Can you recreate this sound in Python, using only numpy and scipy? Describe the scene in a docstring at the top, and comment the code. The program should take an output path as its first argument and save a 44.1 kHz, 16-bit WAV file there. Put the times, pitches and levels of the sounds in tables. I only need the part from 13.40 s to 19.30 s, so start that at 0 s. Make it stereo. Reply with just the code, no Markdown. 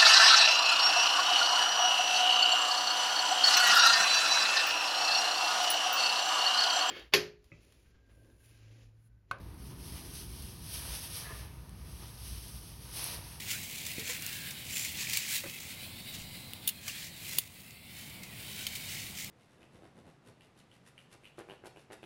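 """In an orchard, a backpack sprayer wets a tree trunk, close by and a little to the left. Shaped noise gives
the steady hiss of the nozzle, and random impulses the sizzle of its fan sweeping over bark. Single drops are
short noise bursts, and damped tones ring as the nozzle nears the bark; the metal wand clicks sharply through
its damped modes. Soft bumps, a puff of air and a distant rumble lie underneath; the recorder's gain ducks after
loud clicks."""
import sys
import numpy as np
from scipy import signal
from scipy.fft import rfft, irfft, next_fast_len
from scipy.io import wavfile
from scipy.ndimage import uniform_filter1d, minimum_filter1d, map_coordinates

SR = 44100
rng = np.random.default_rng(int(sys.argv[2]) if len(sys.argv) > 2 else 0)


def int16_out(signal):
    """Quantize to a 16-bit WAV file."""
    q = np.round(np.clip(np.atleast_2d(signal).T, -1, 1) * 32767)
    wavfile.write(sys.argv[1], SR, q.astype(np.int16))


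N = 260190  # length [samples]

# In every table, "left minus right" is positive when the left ear is louder.
# The nozzle's own hiss, before random wobble: (time [s], level [dB])
JET_LEVEL = [(0, -46), (.38, -46), (.58, -41.5), (.98, -42), (1.3, -44), (1.7, -40.5), (2.05, -43),
             (2.5, -45.5), (3.35, -46.5), (3.62, -41), (4.1, -49.5), (4.42, -47), (4.6, -41.5),
             (4.75, -47.5), (4.9, -47), (5.3, -41.5), (5.9, -47)]
# Hiss colour as the wand turns: (time [s], main resonance [Hz])
JET_RESONANCE = [(0, 2860), (.35, 2340), (1.1, 2920), (1.42, 3240), (1.65, 2440), (2.25, 2700), (2.6, 3670),
                 (3.05, 4030), (3.5, 3070), (3.7, 4200), (3.9, 2700), (4.35, 2620), (4.65, 3060),
                 (4.88, 2560), (5.1, 3050), (5.9, 2960)]
# Narrow spray resonances as the nozzle passes the wood:
# (start [s], end [s], start frequency [Hz], end frequency [Hz], greatest boost [dB])
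GLIDING_RESONANCES = [(.79, 1.13, 1700, 1596, 10), (1.3, 1.48, 7400, 7100, 12),
                      (2.035, 2.2, 2600, 2600, 9.5), (2.84, 3.018, 2940, 2820, 5.5),
                      (4.29, 4.48, 4950, 3750, 6), (4.747, 5.027, 2350, 1680, 11)]
# Brief rings of the cavity as the nozzle comes close to the bark: (time of peak [s], level [dB], pitch [Hz],
# rise time [s])
CAVITY_RINGS = [(.7, -31.5, 1890, 0.0013), (1.45, -35, 2230, .0018), (1.672, -28, 2360, 0.0011),
                (1.7742, -28.5, 2310, 0.0015), (3.497, -32, 2750, 0.0018)]
# Larger drops and spits on the bark: (time of peak [s], level before colouring [dB], rise time [s])
SPIT_DROPS = [(0.1114, -30.5, 0.0011), (0.133, -43, 0.0014), (.382, -37, 0.00065), (0.466, -34, 0.0014),
              (.584, -44, .0007), (0.596, -36.5, 0.0013), (0.699, -34.5, 0.0019), (0.823, -30.5, .0008),
              (.8648, -24, 0.00043), (0.929, -33.5, 0.00095), (1.108, -38, 0.0019), (1.37, -33.5, 0.0028),
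              (1.449, -31.5, 0.0016), (1.573, -33, 0.00077), (1.698, -30, 0.0009), (1.734, -29, 0.0027),
              (1.7725, -19, 0.00078), (1.965, -29, .0009), (2.098, -32, .0008), (2.203, -39, 0.0022),
              (3.481, -30.5, 0.0023), (4.308, -38, 0.00087), (4.834, -41, .0016), (5.356, -37, 0.0041),
              (5.545, -41, 0.0011), (5.846, -28.5, 0.00051)]
# Clicks of the wand: (time [s], level [dB], contact length [s], favoured ring [Hz],
# treble lift [dB], knock weight relative to the click [dB], left minus right [dB])
WAND_CLICKS = [(3.1349, -29.5, 0.00023, 3400, 5, -55, 17), (3.275, -20, 0.0066, 3500, 8, -55, 4.5),
               (3.2887, -21.5, 0.0043, 2970, 4.5, -51, 6), (3.9845, -15.5, 0.0032, 3450, 9, -32, 8),
               (5.2673, -26, 0.0024, 2240, -4, -38, 7.5)]
# Damped modes of the wand: (centre [Hz], width [Hz], strength [dB], left minus right [dB])
WAND_MODES = [(3030, 240, 4, 6), (3550, 330, 1.5, -1), (4300, 350, -5, -1), (6550, 300, -3, -14),
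              (8550, 160, -5, -2), (9450, 180, -3, 3), (11080, 280, -1.5, 3), (11850, 220, -2, -1),
              (13250, 380, -2, -2), (15000, 240, -1, 3)]
# Thumps of the hand that holds the microphones: (time [s], impulse level before filtering [dB])
HAND_THUMPS = [(.5817, -28.5), (.623, -38)]
# Knocks and dull rings of gear and handled microphones: (time [s], level before a common lift [dB],
# pitch [Hz], T60 [s], rustle share of power [0-1], left minus right [dB])
DULL_KNOCKS = [(.582, -50.5, 442, 0.23, 0.02, -8), (0.693, -48, 492, 0.13, 0.15, -4),
               (0.696, -49, 1020, 0.06, 0.3, 1), (2.036, -40, 2020, 0.041, 0.5, 10),
               (2.037, -38.5, 550, 0.069, 0.3, -3), (2.051, -43, 378, 0.088, 0.75, 2),
               (2.053, -47.5, 1820, 0.11, 0.94, 0), (2.062, -47.5, 540, 0.17, 0.66, 2),
               (2.086, -47, 109, 0.17, 0.1, 2), (3.476, -48.5, 1170, 0.091, 0.35, 2)]
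# Spectra of nozzle hiss, droplet sizzle and distant rumble: (frequency [Hz], relative density [dB])
HISS_SPECTRUM = [(300, -24), (1000, -7), (1500, 4), (2000, -8.5), (3200, 0), (4200, 5.5), (5400, -2.5),
                 (6300, -16), (8000, -7), (11000, -8), (13200, -10.5), (15000, -9)]
SIZZLE_SPECTRUM = [(300, -34), (1000, -13.5), (1450, -13), (2100, 2), (2900, 3.5), (4800, 2), (6000, 3),
                   (7300, 3), (8800, -1.5), (12500, -4), (15500, -1)]
RUMBLE_SPECTRUM = [(20, -13.5), (45, -13), (80, -1.5), (110, 0), (190, -2.5), (290, -10.5), (450, -15.5),
                   (700, -12), (1200, -18), (3000, -29.5), (15000, -58)]
# Balance of the hiss and of the spatter: (frequency [Hz], left minus right [dB])
JET_BALANCE = [(1300, 18), (2400, 29.5), (3100, 11.5), (4400, 2), (6000, 5), (8100, 19), (15000, 23.5)]
SPATTER_BALANCE = [(700, 0.5), (1400, 9.5), (2100, 14), (2750, 7.5), (4400, -5.5), (8000, 5), (15000, 7.5)]
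# Likeness of the rumble in the two ears: (frequency [Hz], coherence [-1 to 1])
RUMBLE_COHERENCE = [(25, 0.12), (70, 0.96), (150, 0.9), (300, 0.86), (650, -0.24)]
# Fine mist settling on leaves, before the spatter's common lift: (time [s], level [dB])
MIST_LEVEL = [(0, -43.5), (1.18, -49.5), (1.5, -44.5), (2.02, -42), (2.5, -52.5), (3.05, -53.5), (3.2, -57),
              (3.42, -50.5), (4.4, -60), (4.95, -54), (5.1, -45.5), (5.9, -51)]
# Sweeps of the fan across bark: (time of middle [s], level before the common lift [dB], half length [s],
# lowest resonance of the hiss [Hz], spatter's top octave [dB], top octave left minus right [dB])
BARK_SWEEPS = [(0.121, -36.5, 0.05, 1500, 2, -7), (0.35, -44, 0.52, 2110, 0.5, -1),
               (0.705, -35.5, 0.057, 1670, -1.5, -11), (0.962, -45.5, 0.16, 1763, 2, -5),
               (1.39, -36.5, 0.12, 2200, 2, -8), (1.618, -34.5, 0.044, 1860, -3.5, -13),
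               (1.786, -32.5, 0.1, 2120, -7, -22), (1.93, -31, 0.068, 1640, 3.5, -8),
               (2.253, -47, 0.12, 2140, -1, -4), (2.747, -38, 0.016, 1950, -1.5, -3),
               (2.806, -45.5, 0.048, 2100, -1, -1), (3.5, -39, 0.068, 1750, -0.5, -8),
               (3.626, -40, 0.083, 1890, -1.5, -9), (3.932, -40, 0.15, 1960, 2.5, -5),
               (4.195, -50, 0.12, 1960, 4, 0), (4.6, -47, 0.13, 1930, 2.5, -8),
               (5.255, -45, 0.098, 1880, -6, -19), (5.551, -41, 0.14, 1940, -0.5, -10),
               (5.808, -38, 0.064, 2080, -1, -7)]
# Delays of the echoes off the branches: (delay [s])
ECHO_DELAYS = [.0013, .0024, .0037]

TOP_HZ = 15900  # upper limit of the output band
FREE_HZ = 2084  # lowest resonance of the hiss away from the bark
SWEEP_SHAPE = 2.1  # 1 = pointed swell, 2 = round swell
APPROACH = 1.29  # the nozzle stays near the bark this much longer than its fan hits it
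REBOUND_DB = -13  # hiss thrown back by the bark, relative to the sweep
MIST_TOP_DB, MIST_SIDE_DB = 3, -3  # top octave of the mist, and its left minus right
FULL_AT_DB = -39  # spatter level, before its lift, at which the hollow near 6 kHz is filled
COARSEN = 0.26  # dB of colour per dB of spatter level
SPLASH_DB, SPLASH_T60 = -3, 0.21  # scatter after a spit of 2 ms rise time or more; T60 in s


def amp(db):
    """Decibels express the logarithm of an amplitude ratio; return that ratio."""
    return 10 ** (np.asarray(db) / 20)


def unit(x):
    """Mean power sets the level of noise: scale to rms 1."""
    return x / np.sqrt(np.mean(x ** 2) + 1e-20)


def left_right_db(side_db):
    """A level difference between the ears places a source: half of it goes to each side."""
    return np.array([[side_db], [-side_db]]) / 2


def along(points, hz):
    """Frequency is perceived logarithmically: read (Hz, value) points on a log axis."""
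    f, v = np.transpose(points)
    return np.interp(np.log(hz + 1), np.log(f + 1), v)


def curves(rows, t):
    """Linear interpolation of each column after the time, read at times t."""
    s, *cols = np.transpose(rows)
    return [np.interp(t, s, c) for c in cols]


def wobble(rate):
    """Slow random fluctuation: a smooth curve through `rate` random knots a second."""
    knots = rng.standard_normal(N // 50)
    return map_coordinates(knots, [np.arange(N) * rate / SR], mode="wrap")


def filtered(x, gain):
    """Linear filtering multiplies the spectrum by a gain that depends on frequency."""
    size = next_fast_len(N + SR // 4)
    return irfft(rfft(x, size) * gain(np.fft.rfftfreq(size, 1 / SR)), size)[..., :N]


def sides(points, hz):
    """Interaural level difference by frequency, as left and right gains."""
    half_db = along(points, hz) / 2
    return amp([half_db, -half_db])


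def shaped(x, colour_db, patchy_db):
    """Short-time filtering: a colour that moves with time, with drifting patches of random gain."""
    hz, t, z = signal.stft(x, SR, nperseg=1024)
    field = rng.standard_normal(z.shape[1:])
    field = uniform_filter1d(uniform_filter1d(field, size=4, axis=0), size=9, axis=1)
    patches = patchy_db * unit(field) / (1 + (hz[:, None] / 7000) ** 2)
    gain = amp(colour_db(hz[:, None], t) + patches)
    return signal.istft(z * gain, nperseg=1024)[1][:, :N]


def add(track, s, sound):
    """Superposition: mix a sound into a track at time s."""
    part = track[..., round(s * SR):][..., :sound.shape[-1]]
    part += sound[..., :part.shape[-1]]


def sweep_gains(t):
    """Passage of a fan over a target: each sweep swells and fades, one row of gain each."""
    s, db, half = np.transpose(BARK_SWEEPS)[:3, :, None]
    return amp(db) * np.exp(-np.abs((t - s) / half) ** SWEEP_SHAPE)


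def sweeps(t):
    """Power addition of all sweeps, and the hiss's lowest resonance, which sinks near the bark."""
    s, _, half, low_hz = np.transpose(BARK_SWEEPS)[:4, :, None]
    near = 1 / (1 + ((t - s) / (APPROACH * half)) ** 4)
    sink_hz = np.max((FREE_HZ - low_hz) * near, axis=0)
    return np.linalg.norm(sweep_gains(t), axis=0), FREE_HZ - sink_hz


def spatter_db(t):
    """Incoherent sources add in power: settling mist plus sweeps, before the common lift."""
    return 20 * np.log10(np.hypot(amp(curves(MIST_LEVEL, t)[0]), sweeps(t)[0]))


def treble_db(t):
    """Power-weighted mean: sweeps and mist set the spatter's top octave, left and right, by their share."""
    share = (sweep_gains(t) / amp(spatter_db(t))) ** 2
    mist_share = 1 - share.sum(axis=0)
    mist_part = np.outer([MIST_TOP_DB, MIST_SIDE_DB], mist_share)
    top_db, side_db = np.transpose(BARK_SWEEPS)[4:] @ share + mist_part
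    return np.array([top_db + side_db / 2, top_db - side_db / 2])[:, None]


def glides_db(hz, t, width=0.024):
    """Resonance between nozzle and bark: narrow bands stand out for a moment and slide in pitch."""
    total = 0
    for start, end, from_hz, to_hz, db in GLIDING_RESONANCES:
        u = np.clip((t - start) / (end - start), 0, 1)
        centre = from_hz + (to_hz - from_hz) * u
        swell = np.sqrt(4 * u * (1 - u))
        total = total + db * swell * np.exp(-((hz / centre - 1) / width) ** 2)
    return total


def branches_db(hz, t, depth_db=1.25, drift=0.05):
    """Comb filtering by short echoes off the branches at each ear; the teeth drift as the wand moves."""
    total = 0
    for delay in ECHO_DELAYS:
        sway = [np.interp(t, np.arange(N) / SR, wobble(1.93)) for ear in "LR"]
        sway = np.array(sway)[:, None]
        total = total + depth_db * np.cos(2 * np.pi * hz * delay * (1 + drift * sway))
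    return total


def orchard(level_db=-50.5):
    """Partial coherence: a distant rumble mixed from mid and side noise, alike in both ears only in the bass."""
    def mid_side_gain(hz):
        turn = np.arccos(np.clip(along(RUMBLE_COHERENCE, hz), -1, 1)) / 2
        return amp(along(RUMBLE_SPECTRUM, hz)) * [np.cos(turn), np.sin(turn)]
    mid, side = filtered(rng.standard_normal((2, N)), mid_side_gain)
    return unit(np.array([mid + side, mid - side])) * amp(level_db)


def nozzle(main_db=4.5, main_octaves=0.37, low_db=6.3, cut_db=14, edge_octaves=0.41):
    """Jet break-up: the liquid sheet tears into mist, a hiss with two moving resonances, louder near bark."""
    def colour_db(hz, t):
        low_hz, main_hz = sweeps(t)[1], curves(JET_RESONANCE, t)[0]
        low, main = np.log2((hz + 1) / low_hz), np.log2((hz + 1) / main_hz)  # octaves from each resonance
        humps = main_db * np.exp(-(main / main_octaves) ** 2) + low_db * np.exp(-(10 * low) ** 2)
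        # a reflection off the trunk combs the hiss; its teeth glide as the wand moves
        comb_db = 2.8 * np.cos(2 * np.pi * 4 * hz / main_hz) * np.exp(-(main / 1.6) ** 2)
        bass_cut_db = cut_db * np.clip(-low / edge_octaves, 0, 1)
        resonances_db = humps + comb_db + branches_db(hz, t) + glides_db(hz, t)
        return along(HISS_SPECTRUM, hz) + resonances_db - bass_cut_db
    hiss = shaped(rng.standard_normal((2, N)), colour_db, patchy_db=1.5)
    placed = unit(filtered(hiss, lambda hz: sides(JET_BALANCE, hz)))
    t = np.arange(N) / SR
    level = np.hypot(amp(curves(JET_LEVEL, t)[0]), amp(REBOUND_DB) * sweeps(t)[0])
    return placed * level * amp(1.85 * wobble(25))


def spatter(drops_per_s=9000, size_spread_db=3, mist=0.75, splash_hz=7300, body_hz=6000, lift_db=2.0):
    """Shot noise: droplets of uneven size strike bark; light mist sounds hollow, a full hit sizzles in one band."""
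    hits = (rng.random(N) < drops_per_s / SR) * amp(size_spread_db * rng.standard_normal(N))
    patter = unit(hits * rng.standard_normal((2, N))) + mist * rng.standard_normal((2, N))

    def colour_db(hz, t):
        full_db = COARSEN * (spatter_db(t) - FULL_AT_DB)
        splash_db = np.maximum(full_db, 0) * np.exp(-((hz - splash_hz) / 750) ** 2)
        hollow_db = np.minimum(full_db, 0) * np.exp(-((hz - body_hz) / 1400) ** 2)
        top_db = treble_db(t) * np.clip((hz - 7800) / 1200, 0, 1)
        return along(SIZZLE_SPECTRUM, hz) + top_db + splash_db + hollow_db + glides_db(hz, t)
    patchy = shaped(patter, colour_db, patchy_db=2.4)
    sizzle = unit(filtered(patchy, lambda hz: sides(SPATTER_BALANCE, hz)))
    flutter_db = 0.9 * wobble(30) + 1.4 * wobble(170)
    return sizzle * amp(spatter_db(np.arange(N) / SR) + lift_db + flutter_db)


def plops(side_db=10, small_db=-9, small_hz=2900, count=350):
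    """Cavity resonance: as the nozzle comes close to the bark, the gap rings briefly; many small plops follow
    the spatter's level."""
    out, t = np.zeros((2, N)), np.arange(SR // 25) / SR
    when, size, pitch = rng.random((count, 3)).T
    times = when * N / SR
    small_levels = spatter_db(times) + small_db + 10 * size
    small_pitches = small_hz * 2 ** (pitch - 0.5)
    small = zip(times, small_levels, small_pitches, np.full(count, 0.0008))
    for s, db, hz, rise in [*CAVITY_RINGS, *small]:
        jitter = 0.05 * np.cumsum(rng.standard_normal(len(t)))
        phase = 2 * np.pi * (hz * t + rng.random((2, 1))) + jitter
        envelope = t / rise * np.exp(1 - t / rise)
        add(out, s - rise, amp(db + left_right_db(side_db)) * np.sin(phase) * envelope)
    return out


def spits():
    """Impact and scatter: a larger drop smacks down into a brief splash; quick, small ones tick brightest."""
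    out, t = np.zeros((2, N)), np.arange(SR // 8) / SR
    for s, db, rise in SPIT_DROPS:
        u = t / rise
        size = min(rise / 0.002, 1)
        splash = size * amp(SPLASH_DB - 60 * t / SPLASH_T60) * (1 - np.exp(-u))
        envelope = u * np.exp(1 - u) + splash
        brighten = [1, -max(1 - 2 * size, 0)]
        noise = signal.lfilter(brighten, 1, rng.standard_normal((2, len(t))))
        add(out, s - rise, amp(db) * envelope * unit(noise))
    return filtered(out, lambda hz: amp(along(SIZZLE_SPECTRUM, hz)) * sides(SPATTER_BALANCE, hz))


def thumps(top_hz=410, side_db=-22):
    """Low-passed impulse: a hand bumps dully next to the right microphone, one push and its recoil."""
    out = np.zeros(N)
    for s, db in HAND_THUMPS:
        out[round(s * SR)] = amp(db) * SR / top_hz
    dull = signal.sosfilt(signal.butter(6, top_hz, fs=SR, output="sos"), out)
    return signal.lfilter(*signal.butter(1, 110, "high", fs=SR), dull) * amp([[side_db], [0]])


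def bumps(lift_db=6.0):
    """Strong damping: dull knocks are a tone, a lower body tone and a muffled rustle that die quickly."""
    out, t = np.zeros((2, N)), np.arange(SR // 4) / SR
    for s, db, hz, t60, rustle, side_db in DULL_KNOCKS:
        tones = np.sin(2 * np.pi * hz * t) + 0.17 * np.sin(2 * np.pi * 0.458 * hz * t)
        muffle = signal.butter(2, [hz / 2, 1.02 * hz], "band", fs=SR)
        noise = unit(signal.lfilter(*muffle, rng.standard_normal((2, len(t)))))
        share = np.clip(rustle, 0, 1)
        mix = np.sqrt(1 - share) * tones + np.sqrt(share) * noise
        thud = mix * amp(-60 * t / t60) * (1 - np.exp(-t / 0.0013))
        add(out, s, amp(db + lift_db + left_right_db(side_db)) * thud)
    return out


def breeze(middle_s=2.86, length_s=0.089, level_db=-50, top_hz=120):
    """Flow noise: one puff of air rumbles on the microphones, more on the right."""
    since = np.arange(N) / SR - middle_s
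    noise = rng.standard_normal((2, N))
    rumble = unit(filtered(noise, lambda hz: hz / (hz + 20) / (1 + (hz / top_hz) ** 4)))
    return rumble * amp(level_db + np.array([[-4], [2]])) * np.exp(-(since / length_s) ** 2)


def wand(crack=0.28, ring_db=3, t60=0.044, echo_db=-21, echo_t60=0.15):
    """Modal excitation: a short rasping contact of metal rings the tube, and the trees scatter it back."""
    out, t = np.zeros((2, N)), np.arange(SR // 8) / SR
    hz = np.fft.rfftfreq(len(t), 1 / SR)

    def mode(centre, width, db):
        damping = 1j * hz * width
        return amp(db) * damping / (centre ** 2 - hz ** 2 + damping)
    tube = crack + sum(mode(centre, width, db + left_right_db(side))
                       for centre, width, db, side in WAND_MODES)
    thin_tube = hz ** 2 / (hz ** 2 + 1700 ** 2)  # a thin tube radiates little bass
    for s, db, contact, ring_hz, bright_db, knock_db, side_db in WAND_CLICKS:
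        after = np.maximum(t - contact, 0)
        press = 1 + 0.32 * np.sin(np.pi * t / contact)  # the contact is hardest in its middle
        heft = min(contact / 0.003, 1) ** 2  # the lightest touch leaves almost no tail
        tail = heft * 0.78 * amp(-60 * after / t60)
        echo = heft * amp(echo_db - 60 * t / echo_t60)
        force = np.where(t < contact, press, tail) + echo
        rasp = force * rng.choice([-1, 1], (2, len(t)))
        # each point of contact favours one low mode
        treble = amp(bright_db * np.clip((hz - 4000) / 6000, 0, 1))
        colour = (tube + mode(ring_hz, 280, ring_db)) * treble
        ring = irfft(rfft(rasp) * colour * thin_tube, len(t))
        ring /= np.sqrt(np.mean(ring[:, t < contact] ** 2, axis=1, keepdims=True))
        u = t / 0.00037
        knock = 8 * amp(knock_db) * u * (2 - u) * np.exp(-u)  # one short push of the whole wand
        add(out, s, amp(db + left_right_db(side_db)) * (ring + knock))
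    return out


def rounded(x):
    """Soft saturation: the recorder rounds off the tallest peaks."""
    return x / (1 + (x / 0.48) ** 6) ** (1 / 6)


def scene():
    """Superposition of all sources at the two microphones."""
    spray = nozzle() + spatter() + plops() + spits()
    handling = thumps() + bumps() + wand()
    return orchard() + spray + handling + breeze()


def record(dry, threshold_db=-25, ratio=0.65, hold_s=0.41, release_db_per_s=14):
    """Automatic gain control: gain ducks after a loud click, holds and recovers; then peaks and band are limited."""
    t = np.arange(N) / SR
    power = signal.lfilter(*signal.butter(1, 40, fs=SR), np.mean(dry ** 2, axis=0))
    excess_db = np.maximum(10 * np.log10(np.abs(power) + 1e-12) - threshold_db, 0)
    needed_db = -ratio * excess_db
    half = int(hold_s * SR / 2)
    held_db = minimum_filter1d(needed_db, size=2 * half + 1, origin=half)
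    recovery_db = release_db_per_s * t
    gain_db = np.minimum.accumulate(held_db - recovery_db) + recovery_db
    ducked = dry * amp(np.interp(t - 0.002, t, gain_db))  # the gain reacts a moment late
    return filtered(rounded(ducked), lambda hz: hz < TOP_HZ)


dry = scene()
out = record(dry)
int16_out(out)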